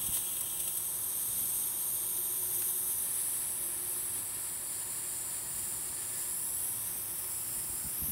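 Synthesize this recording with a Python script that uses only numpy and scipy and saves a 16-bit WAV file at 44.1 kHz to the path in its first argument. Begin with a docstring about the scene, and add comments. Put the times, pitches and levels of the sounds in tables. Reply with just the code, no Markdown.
"""In a garage, butane hisses from a can held nozzle-down on a torch's fill valve, over low room noise and hum.
First the leak, a fluttering noise jet, spurts liquid through the gap between can and torch; the valve recess
rings wet, then dries. The can rocks and leans, moving the gap's cut-on and the resonances that ride on it.
From about 3 s a gloved finger cups the joint, and a quieter hiss follows; after 6 s the finger eases partly off.
The nozzle ticks in its seat early, midway and late; hands bump the bench once early, then softly at the end."""
import sys
import numpy as np
from scipy import signal
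from scipy.fft import rfft, irfft, next_fast_len
from scipy.io import wavfile
from scipy.ndimage import uniform_filter1d

SR = 44100
rng = np.random.default_rng(int(sys.argv[2]) if len(sys.argv) > 2 else 0)


def log_audio(samples):
    """Write samples as a 16-bit WAV file to the path given in sys.argv[1]."""
    # one column per channel
    frames = np.atleast_2d(samples).T
    # limit to full scale, then quantise
    limited = np.clip(frames, -1, 1)
    pcm = np.round(limited * 32767).astype(np.int16)
    wavfile.write(sys.argv[1], SR, pcm)


N = 357651

# The garage's noise spectrum. Each row: frequency in Hz, relative level in dB per Hz.
ROOM_SPECTRUM = [(20, -24), (35, -14), (56, 1.5), (75, -5.5), (105, 2.5), (135, -2), (175, -6), (240, -6),
                 (330, -7.5), (450, -9.5), (720, -9), (950, -5.5), (1400, -12), (3000, -23)]
# Narrow low resonances standing out of it. Each row: centre in Hz, width in Hz, level over the spectrum in dB.
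ROOM_MODES = [(98.5, 6.9, -5.5), (131, 8, -2.5), (168, 12, 4.5), (285, 13, 0), (304, 11, -5), (525, 14, -1),
              (575, 7.9, 6), (939, 9.9, 3), (996, 5.5, 2)]
# Room level before the rumble swells; rumble top in Hz, and its resting gain in dB.
ROOM_DB, RUMBLE_TOP_HZ, RUMBLE_DB = -53, 330, -.3
# The grip shifts and the rumble swells. Each row: middle in seconds, length in seconds, gain in dB.
GRIP_SHIFTS = [(.08, 0.28, 4.5), (1.377, .2, 5), (4.176, 0.17, 4), (5.752, 0.57, 3), (6.9, 0.56, 2.5),
               (7.675, 0.29, 4), (8.06, 0.14, 9)]

# Lines of the low hum. Each row: centre in Hz, width in Hz, relative level in dB.
HUM_LINES = [(335.6, 6.1, -10.5), (358, 4.5, 1.5), (373.5, 3.2, -6.5)]
# The hum swells twice. Each row: middle in seconds, length in seconds, gain in dB.
HUM_SWELLS = [(2.45, 0.92, 6), (3.85, 0.57, 6)]
HUM_DB = -64  # between the swells

# Soft bumps of the hands on the bench. 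Each row: time in seconds, level in dB.
BUMPS = [(0.083, -39.5), (7.571, -48), (7.693, -49), (7.73, -49), (7.843, -41), (7.86, -41), (8.018, -36),
         (8.033, -45), (8.083, -41), (8.097, -42)]
# Low modes of the bench. Each row: frequency in Hz, level added to each bump in dB, 60 dB decay in seconds.
BENCH_MODES = [(61, 6.5, 0.05), (91, 2, 0.071), (139, -5.5, 0.17), (202, 1, 0.044), (294, -6.5, 0.043)]

# Echoes off torch, hands, bench and wall, some 0.5 to 1.7 m of extra path.
# Each row: delay in milliseconds, pressure gain.
ECHOES = [(1.565, .05), (1.995, -.08), (5.034, -.11)]

# The nozzle ticks in its seat. Each row: time in seconds, level in dB before the tick's filter.
TICKS = [(0.17, -36.5), (2.6202, -37), (7.243, -44)]

# Strength of the leak. Each row: time in seconds, hiss level in dB before the spurts.
FLOW = [(0, -35.5), (.6, -36), (1.24, -34), (1.48, -33), (1.72, -34.5), (2.7, -33.5), (3.16, -34),
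        (3.48, -35), (4.09, -35.5), (4.3, -38), (4.7, -38), (5.15, -37.5), (6.1, -37.5), (6.38, -35),
        (6.85, -36), (7.05, -37.5), (7.4, -36.5), (7.9, -37), (8.04, -33.5)]
# Spurts of liquid in the jet.
# Each row: middle in seconds, length in seconds, gain in dB, dB added to the valve recess over twice that length.
SPURTS = [(.047, .018, 1.5, -1), (0.068, 0.013, 5, -2), (0.139, 0.041, 2.5, -1), (0.163, 0.052, 3, 0.5),
          (0.37, 0.0071, 3, 4.5), (0.412, 0.011, 7.5, -3), (0.604, 0.014, 5, 0.5), (0.68, 0.0082, 6.5, 5),
          (0.775, 0.011, 5, 2), (2.682, 0.064, 2.5, 0.5), (6.67, 0.079, 1.5, 0)]

# The gap passes treble only above its cut-on, which glides as the can rocks.
# Each row: time in seconds, cut-on in Hz.
CUT_ON = [(0, 7720), (.66, 7650), (.99, 7810), (2.07, 8010), (2.67, 7850), (2.96, 7800), (3.41, 7330),
          (3.6, 7580), (4.12, 7360), (4.73, 6780), (6.12, 6720), (6.39, 6950), (6.98, 7700), (7.34, 7020),
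          (7.87, 6810), (7.96, 7370), (8.11, 7980)]
CUT_ON_STEEPNESS = 200  # exponent of the power slope below the cut-on
# Lean of the can off its seat, growing overall. Each row: time in seconds, lean from 0 to 1.
LEAN = [(0, 0.05), (2.26, 0.05), (3.33, 0.47), (6.15, 0.74), (6.86, 0.62), (7.13, 1), (8.11, 1)]
# A finger cups the joint. Each row: time in seconds, cover from 0 to 1.
FINGER = [(2.88, 0), (3.2, .49), (3.95, 0.55), (4.68, 0.85), (6.12, 0.73), (6.42, 0.37), (7.1, 0.24)]
# Resonances of the gap. Each row: multiple of the cut-on, width in Hz, level in dB, dB added at full lean,
# dB added at full finger cover, share of pitch gained at full lean, share of pitch gained at full cover.
GAP_RESONANCES = [(1.079, 655, -0.67, -4.5, .7, 0.018, 0.058), (1.24, 580, -4.9, 9.5, 4, 0.036, 0.081),
                  (1.53, 1890, -2, 0.9, -3, 0.015, 0), (2.04, 3070, -15, 9, -1.8, 0.03, .08)]
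# Paths round the nozzle mostly add when the can is upright and cancel as it leans.
# Each row: multiple of the cut-on, width in Hz, dB when upright, dB at full lean.
INTERFERENCE = [(.56, 905, 3, -9), (.94, 450, -1.5, -3), (1.18, 520, 6.5, -3.5), (1.335, 600, 6, -11),
                (1.68, 600, 0, -0.5)]
# Airy whistles catch at the gap's edge and let go.
# Each row: start in seconds, end in seconds, centre in Hz, width in Hz, level in dB.
WHISTLES = [(-.2, 0.834, 15700, 250, -1), (2.56, 2.94, 12900, 950, -5), (2.59, 4.19, 10200, 700, -1),
            (3.47, 3.78, 12900, 1400, -16), (4.35, 5.85, 14110, 370, -4.5), (6.25, 6.773, 10980, 790, 1.5),
            (6.32, 6.76, 15070, 730, -7), (7.938, 8.3, 11800, 960, 2.5)]
# The treble band dulled by the finger, with its dB at full cover.
SHADE_HZ, SHADE_WIDTH_HZ, SHADE_DB = 13100, 1000, -3

# Rim and broad rush below the cut-on: level in dB, dB added at full lean, dB added at full finger cover.
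RIM_DB = (-13, 1, -11.5)
RUSH_DB = (-24.5, 7, 3)
# Rim pitch as a multiple of the cut-on, share of pitch lost at full lean, width in Hz.
RIM_OVER_CUT_ON, RIM_SINK_SHARE, RIM_WIDTH_HZ = .81, 0.078, 980
# The valve recess rings louder and lower while liquid wets it; it dries over the last DRYING_S.
WET_UNTIL_S, DRYING_S = 0.92, 0.3
RECESS_DRY_HZ, RECESS_WET_HZ, RECESS_WIDTH_HZ = 3530, 3270, 780
RECESS_DB, RECESS_WET_DB, RECESS_LEAN_DB = -16.5, 5.5, -7  # dry level, added when wet, added at full lean
# Resonances of the hollow under the finger. Each row: centre in Hz, width in Hz, relative level in dB.
HOLLOW = [(1820, 150, -2), (2250, 210, -8), (4300, 370, -3.5), (4770, 210, -1.5)]
HOLLOW_DB, HOLLOW_CUPPED_DB = -22.5, 13  # when open, added at full cover
# Narrow resonances of can and valve. Each row: centre in Hz, width in Hz, relative level in dB.
METAL = [(2890, 90, 0), (3273, 220, -3), (3704, 100, 0), (3854, 80, -1), (5254, 180, -3), (8665, 100, 0),
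         (8829, 90, -4), (9216, 80, -5), (9475, 150, -4), (9706, 70, -1), (9860, 120, -3), (10250, 150, -2),
         (10635, 70, 1), (10810, 120, -1), (10982, 50, 0), (11197, 100, -3), (11640, 110, -1),
         (12240, 180, 0), (12457, 70, -2), (12640, 140, -2), (13015, 60, -2), (13221, 150, -4),
         (13430, 70, -3)]
METAL_DB = 0.64  # over the sound passing through

CUTOFF_HZ = 15740


def from_db(db):
    """Decibels to pressure gain."""
    return 10 ** (np.asarray(db) / 20)


def power_of(db):
    """Decibels to power."""
    return from_db(db) ** 2


def rms_one(x):
    """Scale to an rms of one."""
    return x / np.sqrt(np.mean(x ** 2) + 1e-20)


def in_time(rows, t):
    """The columns of a curve at times t."""
    s, *columns = np.transpose(rows)
    return [np.interp(t, s, column) for column in columns]


def coloured(x, gain):
    """Filter x by a gain given as a function of frequency."""
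    size = next_fast_len(N + SR // 2)
    hz = np.arange(size // 2 + 1) * SR / size + 1e-6
    return irfft(rfft(x, size) * gain(hz), size)[:N]


def drift(rate_hz):
    """Slow random wander with a spread of one."""
    return rms_one(coloured(rng.standard_normal(N), lambda hz: 1 / (1 + (hz / rate_hz) ** 2)))


def resonance(hz, centre_hz, width_hz):
    """Power response of one resonance, with a peak of one."""
    return 1 / (1 + 2 * ((hz - centre_hz) / width_hz) ** 2) ** 2


def modes(hz, table):
    """Power response of several resonances side by side."""
    return sum(power_of(db) * resonance(hz, centre, width) for centre, width, db in table)


def flat_swell(t, middle, length):
    """A flat-topped swell of height one."""
    return np.exp(-(2 * (t - middle) / length) ** 4)


def swells(t, rows):
    """Decibels added by a table of swells."""
    return sum(gain_db * flat_swell(t, middle, length) for middle, length, gain_db, *_ in rows)


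def room_noise(t):
    """The rush of the garage, with a rumble at the bottom that swells when the grip shifts."""
    points_hz, points_db = np.transpose(ROOM_SPECTRUM)

    def spectrum(hz):
        smooth_db = np.interp(np.log(hz), np.log(points_hz), points_db)
        return from_db(smooth_db) * np.sqrt(1 + modes(hz, ROOM_MODES))

    noise = from_db(ROOM_DB) * rms_one(coloured(rng.standard_normal(N), spectrum))
    rumble = coloured(noise, lambda hz: 1 / (1 + (hz / RUMBLE_TOP_HZ) ** 6))
    return noise - rumble + rumble * from_db(RUMBLE_DB + swells(t, GRIP_SHIFTS))


def hum(t):
    """A few close, narrow noise lines beat together, their level evened out over an eighth of a second."""
    lines = coloured(rng.standard_normal(N), lambda hz: np.sqrt(modes(hz, HUM_LINES)))
    steady = lines / np.sqrt(uniform_filter1d(lines ** 2, size=SR // 8) + 1e-18)
    return steady * from_db(HUM_DB + swells(t, HUM_SWELLS))


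def bumps():
    """Each bump sets the low modes of the bench ringing, a little unevenly."""
    out = np.zeros(N)
    s, bump_db = np.transpose(BUMPS)
    at = np.minimum(s * SR, N - 1).astype(int)
    for k, (hz, mode_db, t60) in enumerate(BENCH_MODES):
        pushes = np.zeros(N)
        uneven_db = rng.normal(0, 2, len(s))
        pushes[at] = from_db(bump_db + mode_db + uneven_db)
        # a two-pole resonator: decay per sample and angle per sample
        r, w = from_db(-60 / (t60 * SR)), 2 * np.pi * hz / SR
        ringing = signal.lfilter([0, np.sin(w)], [1, -2 * r * np.cos(w), r * r], pushes + 1e-18)
        out += (-1) ** k * ringing  # neighbouring modes in opposite polarity
    return signal.sosfilt(signal.butter(2, 45, "high", fs=SR, output="sos"), out)


def reflections(x, scatter_db, scatter_s, count=7):
    """Near echoes ripple the spectrum; scatter off the moving hands blends from one pattern to the next."""
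    t = np.arange(SR // 20) / SR
    pose = np.linspace(0, count - 1, N)

    def direct_and_echoes(hz):
        return 1 + sum(gain * np.exp(-2j * np.pi * hz * ms / 1000) for ms, gain in ECHOES)

    out = coloured(x, direct_and_echoes)
    for k in range(count):
        scatter = rng.standard_normal(len(t)) * np.exp(-t / scatter_s) * (t > .002)
        scatter *= from_db(scatter_db) / np.linalg.norm(scatter)
        blend = np.sqrt(np.clip(1 - np.abs(pose - k), 0, 1))  # equal-power crossfade
        out = out + blend * signal.oaconvolve(x, scatter)[:N]
    return out / np.sqrt(1 + power_of(scatter_db))


def ticks(t, decay_s, dull_hz, thin_hz):
    """Each slip of the nozzle is a short, thin crack of noise."""
    envelope = sum(from_db(db) * (t >= s) * np.exp(-np.abs(t - s) / decay_s) for s, db in TICKS)

    def crack(hz):
        low_pass = 1 / (1 + 1j * hz / dull_hz)
        high_pass = 1 / (1 - 1j * thin_hz / hz)
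        return 2 * low_pass * high_pass

    return coloured(envelope * rng.standard_normal(N), crack)


def grip(t):
    """How the can is held at times t: cut-on in Hz, lean and finger cover."""
    cut_on, lean, finger = (in_time(rows, t)[0] for rows in (CUT_ON, LEAN, FINGER))
    return cut_on, np.clip(lean, 0, 1), np.clip(finger, 0, 1)


def held(t, level_db, lean_db, finger_db):
    """Power of one outlet as lean and finger open or shade it."""
    _, lean, finger = grip(t)
    return power_of(level_db + lean_db * lean + finger_db * finger)


def rim(hz, t):
    """Power of the rim's resonance under the cut-on; it sinks faster the further the can leans."""
    cut_on, lean, _ = grip(t)
    centre = RIM_OVER_CUT_ON * cut_on * (1 - RIM_SINK_SHARE * lean ** 2)
    return held(t, *RIM_DB) * resonance(hz, centre, RIM_WIDTH_HZ)


def recess(hz, t):
    """Power of the valve recess, louder and lower while wet and shifted in level by the spurts."""
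    wet = np.clip((WET_UNTIL_S - t) / DRYING_S, 0, 1)
    spurts_db = sum(extra_db * flat_swell(t, s, 2 * length) for s, length, _, extra_db in SPURTS)
    level = held(t, RECESS_DB + RECESS_WET_DB * wet + spurts_db, RECESS_LEAN_DB, 0)
    centre = RECESS_DRY_HZ + (RECESS_WET_HZ - RECESS_DRY_HZ) * wet
    return level * resonance(hz, centre, RECESS_WIDTH_HZ)


def shade(hz, t):
    """Power left by the covering finger, which dulls one band of the treble."""
    return power_of(SHADE_DB * grip(t)[2] * resonance(hz, SHADE_HZ, SHADE_WIDTH_HZ))


def whistles(hz, t, fade_s=0.077):
    """Power of the airy bands that come and go at the gap's edge."""
    power = 0
    for start, end, centre, width, db in WHISTLES:
        fade = np.clip(np.minimum(t - start, end - t) / fade_s, 0, 1)
        power = power + fade * power_of(db) * resonance(hz, centre, width)
    return power


def interference(hz, t):
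    """Power of the crests and dips, from paths round the nozzle, that glide with the cut-on."""
    cut_on, lean, _ = grip(t)
    ripple_db = 0
    for ratio, width, upright_db, leaning_db in INTERFERENCE:
        depth_db = upright_db + (leaning_db - upright_db) * lean
        ripple_db = ripple_db + depth_db * resonance(hz, ratio * cut_on, width)
    return power_of(ripple_db)


def gap_treble(hz, t, flicker_db=0.76, flicker_hz=9):
    """Power above the cut-on: four resonances ride on it, each flickering on its own."""
    cut_on, lean, finger = grip(t)
    peaks = 0
    for ratio, width, level_db, lean_db, finger_db, lean_shift, finger_shift in GAP_RESONANCES:
        centre = ratio * cut_on * (1 + lean_shift * lean + finger_shift * finger)
        flicker = power_of(flicker_db * np.interp(t * SR, np.arange(N), drift(flicker_hz)))
        peaks = peaks + flicker * held(t, level_db, lean_db, finger_db) * resonance(hz, centre, width)
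    passed = (1 + np.tanh(CUT_ON_STEEPNESS / 2 * np.log(hz / cut_on))) / 2
    return peaks * passed


def gap(source, rush_slope, rush_low_hz, window=1024):
    """The gap, valve recess, finger and metal colour the jet frame by frame, keeping its treble power."""
    overlap = window - window // 4
    hz, t, frames = signal.stft(source, SR, nperseg=window, noverlap=overlap)
    hz = hz[:, None] + 1  # clear of zero
    ripple = interference(hz, t)
    treble = gap_treble(hz, t) * ripple * shade(hz, t) + whistles(hz, t)
    rush = held(t, *RUSH_DB) * (hz / 1700) ** -rush_slope / (1 + (rush_low_hz / hz) ** 4)
    hollow = held(t, HOLLOW_DB, 0, HOLLOW_CUPPED_DB) * modes(hz, HOLLOW)
    metal = 1 + power_of(METAL_DB) * modes(hz, METAL)
    outlets = treble + recess(hz, t) + (rim(hz, t) + rush) * ripple + hollow
    power = outlets * metal / np.mean(treble * metal, axis=0)
    return signal.istft(frames * np.sqrt(power), SR, nperseg=window, noverlap=overlap)[1][:N]


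def jet(t, wander_db, flutter_db, sputter_db, spits_per_s, spit_db):
    """Turbulent noise that flutters and sputters, with tiny droplets bursting in it."""
    bursts = 1.0 * (rng.random(N) < spits_per_s / SR)
    droplets = uniform_filter1d(bursts, size=SR // 3000) > 1e-6  # each lasts a third of a millisecond
    unsteady_db = wander_db * drift(6.6) + flutter_db * drift(18) + sputter_db * drift(450)
    unsteady_db = unsteady_db + spit_db * droplets
    turbulence = rms_one(rng.standard_normal(N) * from_db(unsteady_db))
    return turbulence * from_db(in_time(FLOW, t)[0] + swells(t, SPURTS))


def scene():
    """Hiss and ticks with near reflections, over bumps, hum and room; alike in both channels."""
    t = np.arange(N) / SR
    leak = jet(t, wander_db=0.47, flutter_db=0.37, sputter_db=0.44, spits_per_s=320, spit_db=0.5)
    hiss = gap(leak, rush_slope=0.78, rush_low_hz=1410)
    cracks = ticks(t, decay_s=0.0054, dull_hz=5000, thin_hz=600)
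    near = reflections(hiss + cracks, scatter_db=-8, scatter_s=0.014)
    sound = near + bumps() + hum(t) + room_noise(t)
    return np.array([sound, sound])


def record(dry):
    """The top is cut steeply, by a low-pass run forwards and backwards."""
    low_pass = signal.ellip(12, .05, 60, CUTOFF_HZ, fs=SR, output="sos")
    return signal.sosfiltfilt(low_pass, dry)


dry = scene()
out = record(dry)
log_audio(out)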